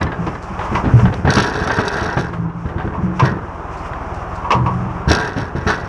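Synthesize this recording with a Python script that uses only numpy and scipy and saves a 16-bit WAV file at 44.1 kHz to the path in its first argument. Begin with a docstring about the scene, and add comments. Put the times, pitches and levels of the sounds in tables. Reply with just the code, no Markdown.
"""Firewood tipped into a truck bed

A tractor tips a loader bucket of firewood logs into a truck bed while its diesel runs throughout.
Logs thud on the bed and knock together, made from ringing tones and bursts of filtered noise.
The steel bucket booms and clanks; many small random contacts make the rumble, rattle and rustle.
The tractor is a stack of exhaust tones with noise for its clatter and hiss; a few last logs topple late."""
import sys
import numpy as np
from scipy import signal
from scipy.fft import rfft, irfft
from scipy.io import wavfile

SR = 44100
rng = np.random.default_rng(int(sys.argv[2]) if len(sys.argv) > 2 else 0)


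def put_to_file(sound):
    """Save the sound as 16-bit audio at rate SR, in the file named by the first command-line argument."""
    columns = np.atleast_2d(sound).T  # one column per channel
    safe = np.clip(columns, -1, 1)
    whole_steps = np.round(safe * 32767)
    wavfile.write(sys.argv[1], SR, whole_steps.astype(np.int16))


N = 259308

# logs landing, mostly on the bed, a few inside the bucket; levels before the trims below: # start_s, thump_db,
# plank_crash_db, side_wall_shake_db, t60_s (time to fade by 60 dB)
LANDINGS = [(.013, -15, -20, -50, 0.23), (0.035, -12.5, -23, -45, .1), (.263, -14, -15.5, -59, 0.17),
            (.715, -12.5, -22.5, -53, .3), (.745, -21, -21, -50, 0.1), (.839, -7, -16.5, -65, 0.38),
            (.934, -9.5, -26.5, -60, 0.43), (1.247, -7, -12, -41, 0.22), (1.275, -7, -11.5, -15.5, 0.13),
            (1.367, -7, -11, -14, 0.2), (1.616, -12.5, -33, -40, 0.078), (1.68, -24, -23, -20.5, 0.18),
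            (1.786, -6, -5, -24, 0.063), (2.015, -9.5, -13.5, -32, 0.1), (2.168, -9, -9, -23, 0.15),
            (2.654, -13, -40, -64, 0.12), (2.759, -13.5, -49, -65, 0.19), (2.844, -11.5, -31, -55, 0.25),
            (3.222, -7, -10.5, -21.5, .13), (5.075, -4.5, -21, -16, .18), (5.102, -9, -5, -15, 0.13),
            (5.363, -11.5, -17.5, -22.5, 0.26), (5.551, -9, -22.5, -28, 0.22), (5.664, -6, -18, -15, 0.15)]
# ringing tones of the bed's floor: pitch_hz, level_db
BED_MODES = [(58, -9.5), (84, 0), (108, -1.5), (135, -1), (166, -4.5), (200, -4.5), (252, -11), (325, -6.5),
             (431, -12.5)]
# colour of the crashing planks: frequency_hz, level_db (per Hz)
CRASH_COLOUR = [(100, -1.5), (300, 13.5), (450, 4.5), (600, 3.5), (850, 2.5), (1200, -5), (1600, -1.5),
                (2100, -10), (3500, -22), (7000, -39), (14000, -79)]


def thuds(thump_db=-5.0, crash_db=0.0, punch_db=2.5, punch_t60=0.041, lowest_hz=55):
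    """A landing log pushes the floor's low modes; the planks answer with a punch and a longer crash."""
    times, low_db, plank_db, _, t60s = np.transpose(LANDINGS)
    crash_noise = coloured(rng.standard_normal(N), CRASH_COLOUR)
    crash = crash_noise * after_blows(times, plank_db + crash_db, t60s, rise_s=0.0045)
    punch_colour = [(130, 20.0), (300, -5), (600, -8.5), (1300, -7.0), (2000, -34), (5000, -52)]
    punch_noise = coloured(rng.standard_normal(N), punch_colour)
    punch = punch_noise * after_blows(times, plank_db + punch_db, punch_t60, rise_s=0.0023)
    out = crash + punch
    for s, db, t60 in zip(times, low_db, t60s):
        # the load lying on the floor detunes it from blow to blow
        modes = [(hz * (1 + 0.029 * rng.standard_normal()), mode_db, t60) for hz, mode_db in BED_MODES]
        add(out, s, from_db(db + thump_db) * struck(modes, rise_s=0.0016, scatter_db=3.5))
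    # the thuds carry little deep bass
    return signal.sosfilt(signal.butter(2, lowest_hz, "high", fs=SR, output="sos"), out)


# log against log, levels before the trims below: start_s, level_db, pitch_hz, t60_s
KNOCKS = [(.013, -12.5, 1690, 0.11), (.066, -22, 1766, 0.13), (.119, -18, 1628, 0.09),
          (.266, -27, 1246, .14), (.351, -25, 1720, 0.071), (.591, -16.5, 861, 0.13),
          (.612, -18.5, 1045, .16), (.655, -21, 970, .1), (.75, -16.5, 2013, .13), (.853, -20, 1430, 0.072),
          (.995, -15.5, 1166, 0.066), (1.054, -12, 737, 0.11), (1.126, -17.5, 724, 0.12),
          (1.274, -7, 800, 0.06), (1.369, -13, 1326, .1), (1.674, -11, 1320, 0.043),
          (1.698, -12, 1566, 0.16), (1.786, -6, 1260, 0.027), (2.174, -14, 1167, .08),
          (2.332, -22, 1083, 0.13), (2.497, -28, 1194, .04), (2.658, -28, 1345, 0.11),
          (2.687, -25, 1013, 0.13), (2.782, -23.5, 1590, .15), (2.799, -21.5, 750, .16),
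          (2.875, -28, 1560, .08), (3.194, -15.5, 1617, 0.081), (3.251, -15.5, 1600, .17),
          (3.477, -29, 964, 0.025), (3.934, -20.5, 1560, 0.039), (5.697, -13.5, 1498, 0.15)]
# ringing tones of a short log: pitch_ratio (multiple of its pitch), level_db
LOG_MODES = [(0.582, -5), (.81, -22.5), (0.999, 1.5), (1.17, -3.5), (1.432, -20), (1.848, -24), (2.3, -18),
             (2.9, -22.5)]
# the log's other end strikes a moment later, more softly
REBOUND_S, REBOUND_LOSS_DB = 0.024, 10.5


def knocks(wood_db=-5.5, bark_db=-5.0):
    """Each log strikes and rebounds, ringing briefly at its own pitch while its bark crunches."""
    rebounds = [(s + REBOUND_S, db - REBOUND_LOSS_DB, hz, t60) for s, db, hz, t60 in KNOCKS]
    touches = list(KNOCKS) + rebounds
    times, levels_db, _, t60s = np.transpose(touches)
    bark_colour = [(400, 13.5), (1700, 11.0), (2300, 1.0), (3200, -3), (5000, -21), (9000, -37)]
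    bark = coloured(rng.standard_normal(N), bark_colour)
    out = bark * after_blows(times, levels_db + bark_db, t60s, rise_s=0.00043)
    for s, db, hz, t60 in touches:
        # higher tones fade sooner
        modes = [(hz * ratio, mode_db, t60 / ratio ** 0.5) for ratio, mode_db in LOG_MODES]
        add(out, s, from_db(db + wood_db) * struck(modes, rise_s=0.0004, scatter_db=1.0))
    return out


# heavy blows that set the bucket's shell booming, cut short where logs lean on it;
# levels before the trims below: start_s, level_db, t60_s, pitch_hz
BOOMS = [(.032, -14, 0.21, 107.6), (.189, -19, 0.44, 115.5), (0.503, -26, 0.19, 127),
         (.86, -13, .22, 116.3), (.936, -3, 0.44, 119.2), (1.03, -5, 0.32, 127), (1.072, -11, 0.36, 84.3),
         (1.19, -17, 0.14, 120), (1.278, -16, .28, 118.6), (2.18, -25.5, 1.8, 117.3),
         (2.385, -21.5, 1.3, 115), (2.98, -18, 0.53, 124), (3.033, -15.5, .67, 123.6),
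         (3.228, -6, 0.2, 126.7), (3.313, -16.5, 0.24, 129.3), (4.55, -12.5, 0.41, 122.5),
         (4.598, -12, 0.96, 123.6), (4.801, -26, 1.15, 124)]
# deep tones of the shell: pitch_ratio (multiple of its pitch), level_db
SHELL_MODES = [(0.662, -10.5), (0.799, -10), (1.001, -1), (1.101, -8.5)]
# higher tones of the shell: pitch_ratio (multiple of its pitch), level_db
SHELL_OVERTONES = [(1.361, -9.5), (1.462, -1), (1.599, -14), (2.06, -25.5), (2.6, -16), (2.85, -20.5)]
# heavier logs land on a broader face, so the overtones lag behind the deep modes
OVERTONE_DB, OVERTONE_DB_PER_DB = -8, 0.5


def booms(boom_db=1.0):
    """Heavy blows make the bucket's whole shell boom; the heavier the blow, the deeper it sounds."""
    out = np.zeros(N)
    for s, db, t60, hz in BOOMS:
        overtone_db = OVERTONE_DB + OVERTONE_DB_PER_DB * db
        for modes, level_db in ((SHELL_MODES, db), (SHELL_OVERTONES, overtone_db)):
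            for ratio, mode_db in modes:
                # logs and joints jostle against the shell, so each mode wavers
                mode = struck([(hz * ratio, mode_db, t60)], rise_s=0.0035, scatter_db=2.0)
                wavering = mode * waver(SR, per_s=30, spread_db=3.0)
                add(out, s, from_db(level_db + boom_db) * wavering)
    return out


# hard blows on the bucket's steel, ring level before the trims below: start_s, ring_db, crack_db
CLANKS = [(.266, -23, -29), (.752, -15, -21), (0.992, -19.5, -45), (1.367, -36, -16), (2.937, -19, -60),
          (3.195, -8.5, -17), (4.444, -17, -50), (4.505, -3.5, -15), (4.517, -5.5, -13),
          (4.661, -12, -28.5)]
# ringing tones of the bucket's steel: pitch_hz, level_db, t60_s
STEEL_MODES = [(528, -18, .2), (657, -14, .2), (957, -3, .22), (1017, -3, .16), (1116, -1, .24),
               (1174, -8, .2), (1320, -13, .15), (1653, -12, .07), (2239, -14, .08), (2476, -20, .08),
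               (2627, -15, .08), (2805, -19, .07)]
# colour of the crack of steel on steel: frequency_hz, level_db (per Hz)
CRACK_COLOUR = [(300, -2.5), (1100, 14), (1800, 3.5), (2700, 10.5), (3800, -7.5), (5600, -3), (7000, -17),
                (9500, -30), (14000, -80.5)]


def clanks(clank_db=-5.5, crack_t60=0.12, jangle_db=-4.0, jangle_t60=0.3):
    """Hard blows clank in the bucket's steel and jangle the loader's joints."""
    times, ring_db, crack_db = np.transpose(CLANKS)
    jangle_colour = [(400, -7.5), (800, -9), (960, 4.5), (1150, 0.5), (1400, -18.5), (2500, -28.5),
                     (4000, -42.0)]
    jangle = coloured(rng.standard_normal(N), jangle_colour)
    out = jangle * after_blows(times, ring_db + jangle_db, jangle_t60, rise_s=0.0035)
    crack = coloured(rng.standard_normal(N), CRACK_COLOUR)
    out += crack * after_blows(times, crack_db, crack_t60, rise_s=0.0011)
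    for s, db in zip(times, ring_db):
        add(out, s, from_db(db + clank_db) * struck(STEEL_MODES, rise_s=0.0015, scatter_db=1.5))
    return out


# colour of the rumbling logs: frequency_hz, level_db (per Hz)
RUMBLE_COLOUR = [(45, -28), (70, 1), (120, 3.5), (200, -3.5), (420, -2), (600, -11.5), (1000, -17),
                 (1600, -12.5), (2500, -39), (6000, -56)]
# after every heavy blow the logs tumble on and come to rest
TUMBLE_RISE_S, TUMBLE_T60_S, TUMBLE_DB_PER_DB = 0.022, 0.97, 0.55


def tumbling(tumble_db=-19.5, roll_db=0.5):
    """Rough bark bumps over steel and wood: many small dull contacts after blows and under rolling logs."""
    blows = [row[:2] for row in list(LANDINGS) + list(BOOMS)]
    times, levels_db = np.transpose(blows)
    settling_db = tumble_db + TUMBLE_DB_PER_DB * levels_db
    settling = after_blows(times, settling_db, TUMBLE_T60_S, TUMBLE_RISE_S)
    bumps = coloured(contacts(per_s=260, spread_db=4.5), RUMBLE_COLOUR)
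    return np.hypot(settling, from_db(roll_db) * rolling()) * bumps


# heavy logs rolling along the bed's floor: start_s, length_s, side_wall_shake_db
ROLLS = [(1.313, 0.78, -27), (5.128, 0.15, -28.5), (5.764, 0.11, -38)]
ROLL_ATTACK_S, ROLL_RELEASE_T60_S = 0.038, 0.66


def rolling():
    """How hard rolling logs shake the bed: each roll builds up, holds and fades."""
    t = np.arange(N) / SR
    shake = np.zeros(N)
    for s, length, db in ROLLS:
        attack = np.clip((t - s) / ROLL_ATTACK_S, 0, 1)
        after_end = np.maximum(t - s - length, 0)
        shake += from_db(db) * attack * np.exp(-np.log(1000) * after_end / ROLL_RELEASE_T60_S)
    return shake


# buzzing side panels: pitch_hz, level_db, t60_s
PANEL_MODES = [(425.6, -2, 0.083), (630, -7.5, .065), (727, 0.5, 0.025), (836, -5.5, 0.064),
               (960, -2, 0.08), (1117, -6, 0.084), (1338, 0.5, 0.034), (1416, -3.5, 0.067),
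               (1504, -2, 0.067), (1591, -2.5, 0.1), (1665, -3.5, 0.072), (1812, -4, 0.052),
               (1938, -10.5, 0.11), (2255, -17, 0.026), (2600, -9, .02)]
# the sharpest ticks of the loose fittings, levels before the trim below: start_s, level_db
TICKS = [(.03, -15), (1.141, -22.5), (1.304, -6.5), (1.338, -7), (1.356, -5.5), (1.428, -11), (1.675, -14),
         (1.881, -10), (2.211, -23), (3.26, -20.5), (5.116, -1.5), (5.132, -6), (5.15, -7), (5.70, -20)]
# the side walls take a moment to swing up after a landing, then settle
SHAKE_RISE_S, SHAKE_T60_S = 0.015, 0.42
TICKING_DB_PER_DB = 1.48  # loose fittings need a hard shake: they grow faster than the panels' buzz


def rattle(buzz_db=3.5, ticking_db=1.5, tick_db=-12.0, scrape_db=-2.0):
    """Shaken by landings and rolling logs, panels buzz and loose fittings tick; bark scrapes the floor."""
    times, _, _, shake_db, _ = np.transpose(LANDINGS)
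    shake = np.hypot(after_blows(times, shake_db, SHAKE_T60_S, SHAKE_RISE_S), rolling())
    hard_shake = shake ** TICKING_DB_PER_DB
    buzz = shake * rms_one(ring(contacts(per_s=330, spread_db=1), PANEL_MODES, scatter_db=0.5))
    small_ticks = ticked(contacts(per_s=190, spread_db=5.0), click_db=1.0, click_t60=0.021)
    ticking = hard_shake * rms_one(small_ticks)
    bark_colour = [(1800, 8.5), (3000, 9.5), (4200, 4.0), (6300, -5), (7300, -22.5), (11000, -42.0)]
    bark = coloured(rng.standard_normal(N), bark_colour)
    scrape = hard_shake * bark * waver(N, per_s=190, spread_db=4.0)
    sharp_clicks = np.zeros(N)
    for s, db in TICKS:
        add(sharp_clicks, s, from_db([db + tick_db]))
    sharp_ticks = ticked(sharp_clicks, click_db=2.0, click_t60=0.017)
    shaken = from_db(buzz_db) * buzz + from_db(ticking_db) * ticking + from_db(scrape_db) * scrape
    return shaken + sharp_ticks


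# ringing tones of the loose fittings: pitch_hz, level_db, t60_s
FITTING_MODES = [(2593, -10.5, 0.052), (3459, -10.5, .045), (3850, -11, 0.036), (3980, -0.5, 0.0083),
                 (4647, -4.5, 0.026), (5456, -3, 0.027), (5700, -10, 0.045), (6300, -6, .01),
                 (7800, -18, .02), (10100, -26, 0.029), (10500, -31.5, 0.021)]
# colour of a tick's click: frequency_hz, level_db (per Hz)
TICK_COLOUR = [(1500, -7.5), (2300, -3.5), (3000, -2.5), (3700, 7.5), (5000, -0.5), (5700, 5.5), (6500, -5),
               (7200, -24), (9000, -16), (10900, -11.5), (11900, -44), (15000, -53)]


def ticked(clicks, click_db, click_t60):
    """Each tick is a short broad click plus the ring of the fittings."""
    decay = np.exp(-2 * np.log(1000) / (click_t60 * SR))  # energy kept from sample to sample
    energy = signal.lfilter([1], [1, -decay], clicks ** 2 + 1e-18)
    click = np.sqrt(energy) * coloured(rng.standard_normal(N), TICK_COLOUR)
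    return ring(clicks, FITTING_MODES, scatter_db=4.0) + from_db(click_db) * click


# faint, crisp rustles of loose bark: start_s, level_db
RUSTLES = [(.42, -45), (2.33, -52), (3.77, -47), (4.135, -46), (4.35, -46.5)]
# colour of the rustles: frequency_hz, level_db (per Hz)
RUSTLE_COLOUR = [(2500, -10), (4500, 7), (7500, 0.5), (11000, -16), (14000, -20)]


def rustles(rustle_t60=0.22):
    """Flakes of bark slip off the pile: bursts of many tiny random contacts."""
    times, levels_db = np.transpose(RUSTLES)
    flakes = coloured(contacts(per_s=570, spread_db=1), RUSTLE_COLOUR)
    return flakes * after_blows(times, levels_db, rustle_t60, rise_s=0.0033)


# pace of the tractor's engine: time_s, firings_per_s
ENGINE_SPEED = [(0, 19.6), (3.4, 19.1), (4.4, 19.1), (5.88, 19.5)]
# how loud the engine's clatter is; exhaust and hiss partly follow its swings: time_s, level_db
ENGINE_LEVEL = [(0, -27), (.4, -31.5), (.75, -23), (1.2, -34.5), (1.5, -28), (2.55, -35), (2.9, -30.5),
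                (3.45, -31.5), (3.8, -27), (4.4, -26.5), (4.6, -30.5), (5.0, -26.5), (5.3, -33.5),
                (5.88, -29)]
# exhaust tones: firing_rate_ratio (multiple of the firing rate), level_db (before the trim below)
EXHAUST = [(1, -32), (2, -6.5), (3, -5), (4, -5.5), (5, -9.5), (6, -26.5), (7, -30), (9, -9)]
# colour of the engine clatter: frequency_hz, level_db (per Hz)
CLATTER_COLOUR = [(40, -14.5), (90, 9.5), (160, 2.5), (230, -2), (400, 1.5), (510, -2.5), (680, 3),
                  (1000, 4.5), (1250, 2), (1500, -5), (2000, -14.5), (2800, -20), (4000, -36),
                  (8000, -52.5)]
# colour of the hydraulic hiss: frequency_hz, level_db (per Hz)
HISS_COLOUR = [(2500, 14), (4000, -6.5), (5600, 5), (7000, -3.5), (10000, -14), (12500, -22.5),
               (15500, -21.5)]
# hiss of the hydraulic valve while the bucket tips: time_s, level_db
VALVE = [(.2, -52), (.45, -48.5), (1.0, -40.5), (1.18, -49.5), (1.3, -56)]


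def tractor(throb=0.075, exhaust_db=-30.0, exhaust_follow=0.92, firing_at_s=4.02,
            hiss_db=-52.5, hiss_follow=0.85):
    """Deep exhaust beats, mechanical clatter that swells with each firing, and the hiss of the hydraulics."""
    firings_per_s, = in_time(ENGINE_SPEED)
    engine_db, = in_time(ENGINE_LEVEL)
    valve_db, = in_time(VALVE, outside=-np.inf)
    swing_db = engine_db - engine_db.mean()
    firings = np.cumsum(firings_per_s) / SR
    phase = 2 * np.pi * (firings - firings[round(firing_at_s * SR)])
    beats = -sum(from_db(db) * np.cos(round(ratio) * phase) for ratio, db in EXHAUST)
    exhaust = from_db(exhaust_db + exhaust_follow * swing_db) * beats
    clatter = coloured(rng.standard_normal(N), CLATTER_COLOUR) * (1 + throb * np.cos(phase))
    hiss = coloured(rng.standard_normal(N), HISS_COLOUR) * waver(N, per_s=23, spread_db=3.0)
    hiss_gain = np.hypot(from_db(hiss_db + hiss_follow * swing_db), from_db(valve_db))
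    return exhaust + from_db(engine_db) * clatter + hiss_gain * hiss


def from_db(db):
    """Decibels to gain."""
    return 10 ** (np.asarray(db) / 20)


def rms_one(x):
    """Scale to an rms (average strength) of 1."""
    return x / np.sqrt(np.mean(x ** 2) + 1e-20)


def in_time(rows, outside=None):
    """Each column of a curve at every sample, with straight lines between its points."""
    s, *columns = np.transpose(rows)
    t = np.arange(N) / SR
    return [np.interp(t, s, column, outside, outside) for column in columns]


def add(track, s, sound):
    """Mix a sound in from time s."""
    start = max(0, round(s * SR))
    track[start:start + len(sound)] += sound[:N - start]


def coloured(x, spectrum):
    """Give a steady noise a spectrum, fading out beyond its end points; rms 1."""
    hz, level_db = np.transpose(spectrum)
    bins = np.maximum(np.arange(len(x) // 2 + 1) * SR / len(x), 1)
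    low_end = 1 + (hz[0] / bins / 2 ** 0.5) ** 6
    high_end = 1 + (bins / hz[-1] / 2 ** 0.5) ** 8
    gain = from_db(np.interp(np.log(bins), np.log(hz), level_db)) / np.sqrt(low_end * high_end)
    return rms_one(irfft(rfft(x) * gain, len(x)))


def waver(size, per_s, spread_db):
    """A gain that wanders at random, aiming at a new level per_s times a second."""
    knots = np.arange(size) * per_s / SR
    levels = rng.standard_normal(N // 100)
    return from_db(spread_db * np.interp(knots, np.arange(N // 100), levels))


def dying(t60, rise_s):
    """One second of envelope: a quick rise and an exponential fall."""
    t = np.arange(SR) / SR
    return (1 - np.exp(-t / rise_s)) * np.exp(-np.log(1000) * t / t60)


def after_blows(times, levels_db, t60, rise_s):
    """Envelope of a run of blows: each rises and dies, and their energies add."""
    energy = np.zeros(N)
    for s, db, own_t60 in np.broadcast(times, levels_db, t60):
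        add(energy, s, (from_db(db) * dying(own_t60, rise_s)) ** 2)
    return np.sqrt(energy)


def struck(modes, rise_s, scatter_db):
    """A struck body rings in several dying tones; the point of contact changes their strengths."""
    t = np.arange(SR) / SR
    out = np.zeros(SR)
    for hz, db, t60 in modes:
        strength = from_db(db + scatter_db * rng.standard_normal())
        out += strength * np.sin(2 * np.pi * hz * t) * dying(t60, rise_s)
    return out


def contacts(per_s, spread_db):
    """Clicks at random moments, of uneven size and random sign."""
    gaps = rng.gamma(1.5, 1 / 1.5, N // 40)  # average gap 1, divided by per_s below
    at = (np.cumsum(gaps) * SR / per_s).astype(int)
    sizes = from_db(spread_db * rng.uniform(-1, 1, len(at))) * rng.choice([-1, 1], len(at))
    clicks = np.zeros(N)
    clicks[at[at < N]] = sizes[at < N]
    return clicks


def ring(clicks, modes, scatter_db):
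    """Clicks set off dying tones, one resonant filter each; every click hits each with a new strength."""
    out, at = np.zeros(N), np.flatnonzero(clicks)
    for hz, db, t60 in modes:
        strength = from_db(db + scatter_db * rng.standard_normal(len(at)))
        drive = np.full(N, 1e-18)
        drive[at] = clicks[at] * strength * rng.choice([-1, 1], len(at))
        r, w = np.exp(-np.log(1000) / (t60 * SR)), 2 * np.pi * hz / SR
        out += signal.lfilter([0, np.sin(w)], [1, -2 * r * np.cos(w), r * r], drive)
    return out


def scene():
    """All the sounds together, eased in over a few milliseconds."""
    ease_in = np.minimum(np.arange(N) / (0.008 * SR), 1)
    logs = thuds() + knocks() + tumbling() + rustles()
    steel = booms() + clanks() + rattle()
    return (ease_in * (logs + steel + tractor()))[None]


CUTOFF_HZ = 15600


def record(dry):
    """The microphone loses the deepest bass and the highest treble, peaks are rounded, the top is cut."""
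    x = signal.sosfilt(signal.butter(2, 16, "high", fs=SR, output="sos"), dry)
    rounded = 1.28 * np.tanh(x / 1.279)
    x = signal.sosfilt(signal.butter(5, 12000, "low", fs=SR, output="sos"), rounded)
    return signal.sosfilt(signal.cheby2(12, 70, CUTOFF_HZ, fs=SR, output="sos"), x)


dry = scene()
out = record(dry)
put_to_file(out)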